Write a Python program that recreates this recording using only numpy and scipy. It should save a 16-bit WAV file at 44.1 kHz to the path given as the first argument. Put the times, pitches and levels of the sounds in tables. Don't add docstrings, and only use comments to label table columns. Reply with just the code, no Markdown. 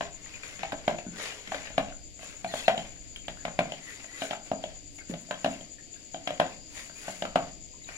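import sys
import numpy as np
from scipy import signal
from scipy.fft import rfft, irfft, next_fast_len
from scipy.io import wavfile
from scipy.ndimage import uniform_filter1d, map_coordinates

SR = 44100
rng = np.random.default_rng(int(sys.argv[2]) if len(sys.argv) > 2 else 0)


def field_ratio(decibels):
    return 10 ** (np.asarray(decibels, dtype=float) / 20)


def pcm_store(signal):
    levels = np.round(np.clip(np.atleast_2d(signal), -1, 1) * 32767)
    wavfile.write(sys.argv[1], SR, levels.astype(np.int16).T)


N = 351464


def unit(x):
    return x / np.sqrt(np.mean(x ** 2) + 1e-20)


def along(points, hz):
    f, v = np.transpose(points)
    return np.interp(np.log(hz + 1), np.log(f + 1), v)


def curves(rows):
    s, *cols = np.transpose(rows)
    return [np.interp(np.arange(N) / SR, s, c) for c in cols]


def wobble(rate_hz):
    knots = rng.standard_normal(int(N * rate_hz / SR) + 4)
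    return map_coordinates(knots, [np.arange(N) * rate_hz / SR])


def noise():
    return rng.standard_normal((2, N))


def filtered(x, response):
    m = next_fast_len(N + 8192)
    return irfft(rfft(x, m) * response(np.fft.rfftfreq(m, 1 / SR)), m)[..., :N]


def peak(centre_hz, width_hz):
    return lambda f: 1j * f * width_hz / (centre_hz ** 2 - f * f + 1j * f * width_hz)


def blend(pair, alike):
    turn = lambda hz: np.arccos(np.clip(along(alike, hz), -1, 1)) / 2
    mid, side = filtered(pair, lambda hz: np.array([np.cos(turn(hz)), np.sin(turn(hz))]))
    return np.array([mid + side, mid - side])


def streaky(x, depth_db):
    z = signal.stft(x, nperseg=512)[2]
    field = uniform_filter1d(rng.standard_normal(z.shape[1:]), size=2, axis=0)
    field = uniform_filter1d(field, size=8, axis=1)
    return signal.istft(z * field_ratio(depth_db * unit(field)), nperseg=512)[1][:, :N]


# t/s, click peak level/dB, thump re click/dB, thud re click/dB, click f/Hz
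BLOWS = [
    (0.0084, -24, 4.5, -11.5, 1560),
    (0.8786, -18, 7, -11, 2230),
    (1.7794, -17, 7, -12, 2880),
    (2.6802, -12.5, 6.5, -16.5, 2000),
    (3.59, -16.5, 6.5, -8, 2280),
    (4.5151, -30.5, 15, 3, 1300),
    (5.445, -18, 2.5, -11.5, 2520),
    (5.46, -27.5, 9.5, -4, 1431),
    (6.3987, -15, 6.5, -8, 1910),
    (7.3571, -17, 8.5, -11.5, 1370),
]
# t/s, click peak level/dB, thump re click/dB, click f/Hz, thump f/Hz
TAPS = [(0.632, -23.5, 0, 2220, 790), (0.7207, -23, -10, 1690, 780), (0.729, -33.5, 13, 2290, 645),
        (1.519, -24, 0, 1760, 743), (1.5449, -23, -3, 1710, 592), (2.4447, -26, 5, 2380, 700),
        (2.5383, -25, 4, 1700, 627), (3.2818, -23.5, -2, 3360, 648), (3.4512, -23, 1, 2150, 652),
        (3.48, -32, 2.5, 1360, 615), (4.219, -20.5, 0.5, 3040, 655), (4.3089, -23, 3.5, 3180, 671),
        (4.3314, -27, -4.5, 1340, 810), (5.1379, -29, -1.5, 3340, 630), (5.3095, -21.5, -1.5, 1760, 617),
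        (6.144, -30.5, 6.5, 3280, 673), (6.2736, -18, -3, 3340, 673), (6.305, -26.5, 3.5, 3280, 627),
        (7.081, -31.5, 8, 1600, 655), (7.2221, -21.5, 3, 3410, 635), (7.2518, -24, -4, 1330, 620)]
# t/s, click peak level/dB, thump re click/dB, click f/Hz
TICKS = [(0.2603, -36.5, -34, 1950), (0.434, -29.5, -31, 2380), (0.4659, -38, -12, 2080),
         (0.5919, -30, -30, 2030), (0.985, -27.5, -2, 2590), (1.4741, -27, -31, 2160),
         (1.6531, -35.5, -25, 1990), (1.7025, -45.5, 10, 2920), (1.884, -38, 6, 2700),
         (1.924, -38.5, -6, 1470), (2.1924, -40, -0.5, 2050), (2.2303, -40.5, 2.5, 1570),
         (2.2829, -44, -16, 2250), (2.7775, -20.5, -2, 3100), (3.1606, -29, -34, 3200),
         (3.372, -43, -26, 1460), (3.7205, -24, -2.5, 2990), (4.043, -35.5, -5, 1910),
         (4.357, -38, -7, 3000), (5.342, -31, -10, 3220), (6.17, -41, -12, 3120),
         (4.6385, -24.5, 1.5, 3350), (4.986, -44, -4, 1980), (5.288, -52, 12, 1500),
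         (5.6094, -36, -1.5, 3160), (5.9399, -37.5, -16, 3560), (6.897, -38.5, -6, 1540),
         (7.889, -33.5, -7, 1500)]
# t/s, thud level/dB
BUMPS = [
    (0.5935, -49.5),
    (1.0659, -35),
    (1.086, -51),
    (1.134, -45),
    (1.4772, -46.5),
    (5.098, -31),
    (5.1217, -48),
    (5.138, -51),
    (5.611, -51),
    (7.8457, -60),
]


def contacts():
    blow_hollow_hz, tick_hollow_hz = 655, 642
    blow_spot_db, tap_spot_db, tick_spot_db = -2, 0, 3.5
    thud_re_thump_db = -15.5
    bump_click_db, bump_thump_db, bump_click_hz = -26, 11, 1480
    bump_ring_db = -7
    rows = [(*row, blow_hollow_hz, blow_spot_db) for row in BLOWS]
    rows += [(s, db, thump, thump + thud_re_thump_db, hz, hollow, tap_spot_db)
             for s, db, thump, hz, hollow in TAPS]
    rows += [(s, db, thump, thump + thud_re_thump_db, hz, tick_hollow_hz, tick_spot_db)
             for s, db, thump, hz in TICKS]
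    rows += [(s, db + bump_click_db, bump_thump_db, bump_ring_db - bump_click_db,
              bump_click_hz, tick_hollow_hz, blow_spot_db) for s, db in BUMPS]
    return rows


def ring(modes, loose, t):
    total = 0
    for hz, db, t60_s in modes:
        decay = field_ratio(db + rng.normal(0, 3.75) - 60 * t / t60_s)
        total = total + decay * np.sin(2 * np.pi * hz * rng.normal(1, loose) * t)
    return total


# f/Hz, level/dB, T60/s
SHELL = [(646.1, -10, 0.095), (697, -15, 0.11), (756.5, -21, 0.14), (914, -19.5, 0.044), (587, -18, 0.034),
         (833, -15, 0.0428), (1190, -41, 0.066)]
# f/Hz, level/dB, T60/s
FLOOR = [(175, -34, 0.14), (177.9, 3, 0.17), (223.4, 4.5, 0.092), (273.7, 7, 0.11), (339, -6, 0.19),
         (404, -15.5, 0.21)]


def hollow_body(t, db, thump_db, thud_db, thump_hz):
    u = t / 0.0026
    thump = u * u * np.exp(2 - 2 * u) * -np.sin(2 * np.pi * thump_hz * t)
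    thump = thump + ring(SHELL, 0.013, t) * (1 - np.exp(-u))
    thud = ring(FLOOR, 0.025, t)
    return field_ratio(db + thump_db) * thump + field_ratio(db + thud_db - 8.5) * thud


# f/Hz, level/dB, T60/s
RIBS = [(1028, -9, 0.025), (1560, -3, 0.025), (2380, -6, 0.024), (2880, -5.5, 0.021), (3240, 1.5, 0.013),
        (3860, 5, 0.008)]


def metal_click(t, db, click_hz, spot_db):
    stray = lambda spread: rng.normal(0, spread, (2, 1))
    crack = rng.standard_normal((2, len(t))) * (field_ratio(-60 * t / 0.032) + 0.64 * field_ratio(-60 * t / 0.056))
    crack_low_hz = click_hz * .45 * field_ratio(.8 * spot_db)
    crack = signal.lfilter(*signal.butter(3, crack_low_hz, 'high', fs=SR), crack)
    ribs = 0
    for hz, level_db, t60_s in RIBS + [(click_hz, spot_db, .016)]:
        near_db = -(6.5 + 2.5 * spot_db) * abs(np.log2(hz / click_hz))
        decay = field_ratio(level_db + near_db + stray(1.35) - 60 * t / t60_s)
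        ribs = ribs + decay * np.sin(2 * np.pi * hz * (1 + stray(0.0074)) * t + stray(0.72))
    onset = 1 - np.exp(-t / 0.00041)
    return field_ratio(db - 5.5 - 0.061 * spot_db) * (0.99 * field_ratio(-.7 * spot_db) * crack + ribs) * onset


# f/Hz, level/dB
CLICK = [(150, 9.5), (900, 9.5), (1500, 2.5), (3000, 1), (4500, -7.5), (7000, -17.5), (11000, -25.5),
         (16000, -40)]


def knocks():
    t = np.arange(SR // 5) / SR
    thin_hz = 114
    low, sharp = np.zeros(N + SR), np.zeros((2, N + SR))
    for s, db, thump_db, thud_db, click_hz, thump_hz, spot_db in contacts():
        i = round(s * SR)
        low[i:i + len(t)] += hollow_body(t, db, thump_db, thud_db, thump_hz)
        sharp[:, i:i + len(t)] += metal_click(t, db, click_hz, spot_db)
    body = filtered(low[:N], lambda hz: (1j * hz / (thin_hz + 1j * hz)) ** 2)
    return body + filtered(sharp[:, :N], lambda hz: field_ratio(along(CLICK, hz)))


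def flex():
    rest_hz, start_share, sag_s, re_thud_db, t60_s = 166.7, 0.71, 0.0071, 0.5, .19
    out, t = np.zeros(N + SR), np.arange(SR // 4) / SR
    turns = rest_hz * (t + start_share * sag_s * (1 - np.exp(-t / sag_s)))
    for s, db in BUMPS:
        i = round(s * SR)
        out[i:i + len(t)] += field_ratio(db + re_thud_db - 60 * t / t60_s) * np.sin(2 * np.pi * turns)
    return out[:N]


# t of most pressure/s, swell/s, ease/s, rasp level/dB, hiss re rasp/dB
STROKES = [(.3, 0.22, 0.47, -51.5, -19.5), (.6, 0.017, 0.16, -45, -36), (1.233, 0.12, 0.22, -39, -17.5),
           (1.55, 0.21, 0.22, -45.5, -19), (1.9, 0.41, 0.022, -50.5, -30), (2.227, 0.051, 0.26, -48.5, -15),
           (2.604, 0.19, 0.1, -43.5, -11.5), (2.8, 0.3, 0.24, -50, -19), (3.75, 0.44, 0.13, -51.5, -22.5),
           (3.898, 0.15, 0.36, -50, -14), (4.24, 0.15, 0.13, -43, -13), (4.468, 0.046, 0.073, -52, -17),
           (4.7, 0.35, 0.17, -56.5, -23), (4.96, 0.091, .03, -79, 12), (5.106, 0.032, .025, -48, -13),
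           (5.212, .01, .012, -69, 6), (5.5, 0.28, 0.22, -50, -18), (6, 0.23, 0.12, -64, -12),
           (6.5, 0.41, .12, -50.5, -20.5), (6.79, .12, 0.15, -47, -11), (7.08, 0.19, 0.21, -47, -10),
           (7.45, 0.31, 0.13, -53, -20), (7.886, 0.027, 0.58, -51.5, -18.5)]
# t/s, ease/s, rasp level/dB, hiss re rasp/dB
DRAGS = [(0.019, 0.12, -45, -27), (.432, 0.38, -47.5, -16), (.766, 0.64, -53.5, -22),
         (.9, 0.074, -44.5, -24), (.984, 0.025, -47, -27), (1.657, 0.099, -44, -25),
         (3.02, 0.22, -60.5, -16), (3.161, 0.033, -66, 3), (3.29, 0.35, -57, -17), (4.305, 0.048, -42, -30),
         (4.985, 0.026, -47.5, -19), (5.12, 0.47, -61.5, -12), (5.788, .07, -74, -17)]


def pressure():
    catch_s = 0.0022
    slack_db, curvature, hiss_growth = 21.5, 1.51, 0.99
    t, power = np.arange(0, N + 64, 32) / SR, 0
    for s, swell_s, ease_s, db, hiss_db in STROKES + [(s, catch_s, *rest) for s, *rest in DRAGS]:
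        loss_db = slack_db * abs((t - s) / np.where(t < s, swell_s, ease_s)) ** curvature
        power = power + field_ratio([db - loss_db, db + hiss_db - hiss_growth * loss_db]) ** 2
    return [np.interp(np.arange(N) / SR, t, gain) for gain in np.sqrt(power)]


# f/Hz, density level/dB per Hz
RASP = [(240, -67), (400, 2), (622, 1), (826, -2.5), (1110, -2), (1200, -3), (2120, 5), (6000, -6.5),
        (7800, -26), (13200, -120)]
# f/Hz, left-right likeness/1
RASP_ALIKE = [(200, 0.62), (700, .85), (1500, 0.15), (4000, 0.3)]
# f/Hz, density level/dB per Hz
HISS = [(3240, -8), (5500, -8), (7030, 2.5), (8410, -6.5), (10700, -10), (12000, -16), (16000, -19)]


def scrape():
    rasp_gain, hiss_gain = pressure()
    grit = lambda: noise() * field_ratio(2.5 * wobble(260) + .8 * wobble(30))
    rasp = blend(streaky(grit(), depth_db=2.5), RASP_ALIKE)
    rasp = unit(filtered(rasp, lambda hz: field_ratio(along(RASP, hz))))
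    hiss = unit(filtered(streaky(grit(), depth_db=1), lambda hz: field_ratio(along(HISS, hz))))
    return rasp_gain * rasp + field_ratio(7.5) * hiss_gain * hiss


# t/s, length/s, f/Hz, level/dB
SQUEAKS = [(0.338, 0.024, 2457, -48), (0.481, 0.066, 2100, -56), (1.064, 0.025, 1480, -59),
           (1.13, .035, 1500, -57), (1.185, .02, 4350, -54), (1.225, .04, 2150, -49),
           (1.305, .025, 2800, -49), (2.473, 0.04, 4200, -49), (2.485, .04, 1900, -54),
           (2.52, .03, 3450, -51), (2.532, 0.09, 3700, -54), (2.565, 0.05, 3330, -46),
           (2.55, .06, 4400, -53), (2.56, 0.05, 1520, -54), (2.565, .04, 2550, -52),
           (2.636, 0.032, 2660, -48), (2.645, .025, 3750, -52), (2.655, 0.02, 4200, -48),
           (3.242, 0.021, 2350, -54.5), (3.385, .04, 1700, -58), (3.762, 0.035, 2370, -58),
           (3.808, 0.034, 1970, -57), (3.868, 0.069, 1960, -50), (3.87, .05, 1820, -55),
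           (4.086, 0.035, 1950, -54), (4.13, 0.065, 1990, -50), (4.22, .04, 1520, -50),
           (4.985, 0.019, 2126, -49.5), (5.005, 0.02, 1560, -54), (5.106, .014, 400, -46),
           (5.118, .016, 520, -46), (5.52, .04, 2720, -53), (5.784, 0.021, 1806, -54.5),
           (5.96, .012, 1600, -59), (6.75, 0.08, 1870, -54), (6.955, 0.04, 2450, -55.5),
           (7.041, 0.08, 1495, -55), (7.735, .012, 1000, -59), (7.816, .008, 2050, -54),
           (7.842, 0.01, 3880, -52), (7.88, .025, 2420, -54), (7.912, .014, 1980, -52),
           (7.925, .045, 2400, -54)]


def squeaks():
    bend, waver = 0.032, 0.008
    out = np.zeros((2, N + SR))
    for s, length_s, hz, db in SQUEAKS:
        t = np.arange(round(length_s * SR)) / SR
        arch = np.sin(np.pi * t / length_s)
        z = rng.standard_normal((2, 2, SR // 4))
        rough = signal.lfilter([1], [1, -.99], z[0] + 1j * z[1])[:, -len(t):]
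        wavering = np.sin(2 * np.pi * (rng.uniform(11.3, 38) * t + rng.random()))
        pitch = 1 + bend * (arch - .64) + waver * wavering
        carrier = np.exp(2j * np.pi * hz * np.cumsum(pitch) / SR)
        tone = np.real((1.2 + rough / np.std(rough)) * carrier)
        i = round(s * SR)
        out[:, i:i + len(t)] += field_ratio(db + 1.3) * tone * arch ** 0.2
    return out[:, :N]


# delay/s, level/dB
WALLS = [(.0166, -10), (.0215, -15), (.030, -20.5), (.037, -27.5), (.047, -24), (.066, -21.5)]
# f/Hz, T60/s
YARD = [(100, 0.56), (700, 0.37), (2500, 0.28), (10000, 0.26)]
# f/Hz, level re direct/dB
YARD_WET = [(150, -5), (700, -9.5), (1500, -7.5), (8000, -6.5)]
# f/Hz, left-right likeness/1
YARD_ALIKE = [(100, 0.89), (300, 0.85), (700, 0.62), (1500, 0.58), (9000, 0.81)]


def yard(x):
    echoes = lambda hz: sum(field_ratio(db) * np.exp(-2j * np.pi * hz * s) for s, db in WALLS)
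    walls = lambda hz: echoes(hz) / (1 + 1j * hz / 2500)
    tail, step = np.zeros((2, N + SR)), SR // 4
    for i in range(0, N, step):
        hz, t, z = signal.stft(rng.standard_normal((2, SR // 2)), SR, nperseg=256)
        decay = field_ratio(-60 * t / along(YARD, hz)[:, None]) * (t > .008)
        answer = signal.istft(z * decay, SR, nperseg=256)[1]
        piece = signal.fftconvolve(x[:, i:i + step], answer / np.linalg.norm(answer[0]), axes=1)
        tail[:, i:i + piece.shape[1]] += piece
    diffuse = filtered(blend(tail[:, :N], YARD_ALIKE), lambda hz: field_ratio(along(YARD_WET, hz)))
    return x + filtered(x[::-1], walls) + diffuse


# t/s, swell lead/cycles, swell depth/1
CHIRR = [(0, -0.396, 0.95), (.9, -0.28, 0.5), (1.4, -0.29, 0.47), (2.4, -0.39, 0.64), (3.4, -0.157, 0.2),
         (3.9, -.1, 0.8), (4.5, 0.16, 0.6), (5.9, 0.114, 0.65), (6.9, 0.33, 0.2), (7.4, 0.15, 0.3),
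         (8, 0.13, 0.64)]
# f/Hz, width/Hz, level/dB
WING = [(6400, 34, 3), (6860, 18, 10), (7200, 29, 1), (7400, 50, 11)]


def near_cricket():
    swells_hz, pulses_per_swell, pulse_depth = 9.4, 6, 0.24
    high_lead_cycles, high_db = 0.13, -14.5
    lead, depth = curves(CHIRR)
    turn = 2 * np.pi * (swells_hz * np.arange(N) / SR + lead)
    swell = lambda ahead: (1 + depth * np.cos(turn + 2 * np.pi * ahead)) ** 0.98
    wings = 1 + pulse_depth * np.cos(pulses_per_swell * turn + 1.4 * wobble(1.9))
    wings = wings * field_ratio(1.15 * wobble(16))
    favour = lambda hz: 1 + sum(field_ratio(db - 6) * abs(peak(c, w)(hz)) ** 2 for c, w, db in WING)
    song = lambda hz: favour(hz) * peak(6950, 850)(hz) ** 3 / (1 + (hz / 7750) ** 60)
    main = filtered(noise() * wings * swell(0), song)
    high = filtered(noise() * wings * swell(high_lead_cycles) ** 2, lambda hz: peak(7510, 380)(hz) ** 3)
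    return field_ratio(-54.5) * (unit(main) + field_ratio(high_db) * unit(high))


# t/s, level/dB
FAR = [
    (0, -58),
    (.25, -54),
    (1.35, -58),
    (1.73, -67),
    (2.05, -54),
    (2.9, -59),
    (3.1, -54),
    (6.1, -52.5),
    (7, -49.5),
    (7.97, -53.5),
]


def far_crickets():
    pulse = field_ratio(0.94 * np.sin(2 * np.pi * np.cumsum(23 + 0.85 * wobble(4.2)) / SR))
    chorus = filtered(streaky(noise(), depth_db=2.4) * pulse, lambda hz: peak(4720, 700)(hz) ** 3)
    return field_ratio(curves(FAR)[0] - 7.5) * unit(chorus)


# f/Hz, density level/dB per Hz
NIGHT = [(20, -12), (100, -3.5), (200, -5), (350, -8), (700, -9), (1150, -52), (1600, -24.5), (2200, -14.5),
         (3600, -16), (5500, -20), (7600, -8.5), (8500, -44), (10500, -32.5), (16000, -54.5)]
# f/Hz, left-right likeness/1
NIGHT_ALIKE = [(60, 0.61), (180, 1), (330, -0.29), (600, 0.0051), (1650, -0.091), (4970, -0.18),
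               (15000, -0.74)]


def night():
    stir_db, gust_db = -53.5, 3
    hiss = filtered(noise(), lambda hz: field_ratio(along(NIGHT, hz)) * (hz > 60))
    drone = filtered(rng.standard_normal(N), peak(292, 35))
    stir = filtered(noise(), lambda hz: peak(14, 40)(hz) * peak(25, 120)(hz))
    steady = field_ratio(-55) * unit(blend(hiss, NIGHT_ALIKE)) + field_ratio(-62) * unit(drone)
    return steady + field_ratio(stir_db + gust_db * wobble(3.22)) * unit(stir)


def scene():
    tub = knocks() + flex() + scrape() + squeaks()
    return yard(tub) + near_cricket() + far_crickets() + night()


def band_limit(x):
    return signal.sosfilt(signal.butter(12, 16470, fs=SR, output="sos"), x)


# f/Hz, left minus right level/dB
PORTS = [(100, 0.5), (700, 0.5), (2400, 7), (4500, 3.5), (6000, 7.5), (7000, 17), (8300, -4),
         (10500, -17.5), (14000, 7)]


def record(dry):
    top_hz, lag_s = 15830, .00015
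    colour = lambda hz: field_ratio(np.outer([.5, -.5], along(PORTS, hz)))
    delay = lambda hz: np.exp(np.outer([-1j, 1j], np.pi * hz * lag_s))
    heard = filtered(dry, lambda hz: colour(hz) * delay(hz) * (hz < top_hz))
    sensor = field_ratio(-79.0) * filtered(noise(), lambda hz: (hz > 11200) * (hz < top_hz))
    return band_limit(heard + sensor)


dry = scene()
out = record(dry)
pcm_store(out)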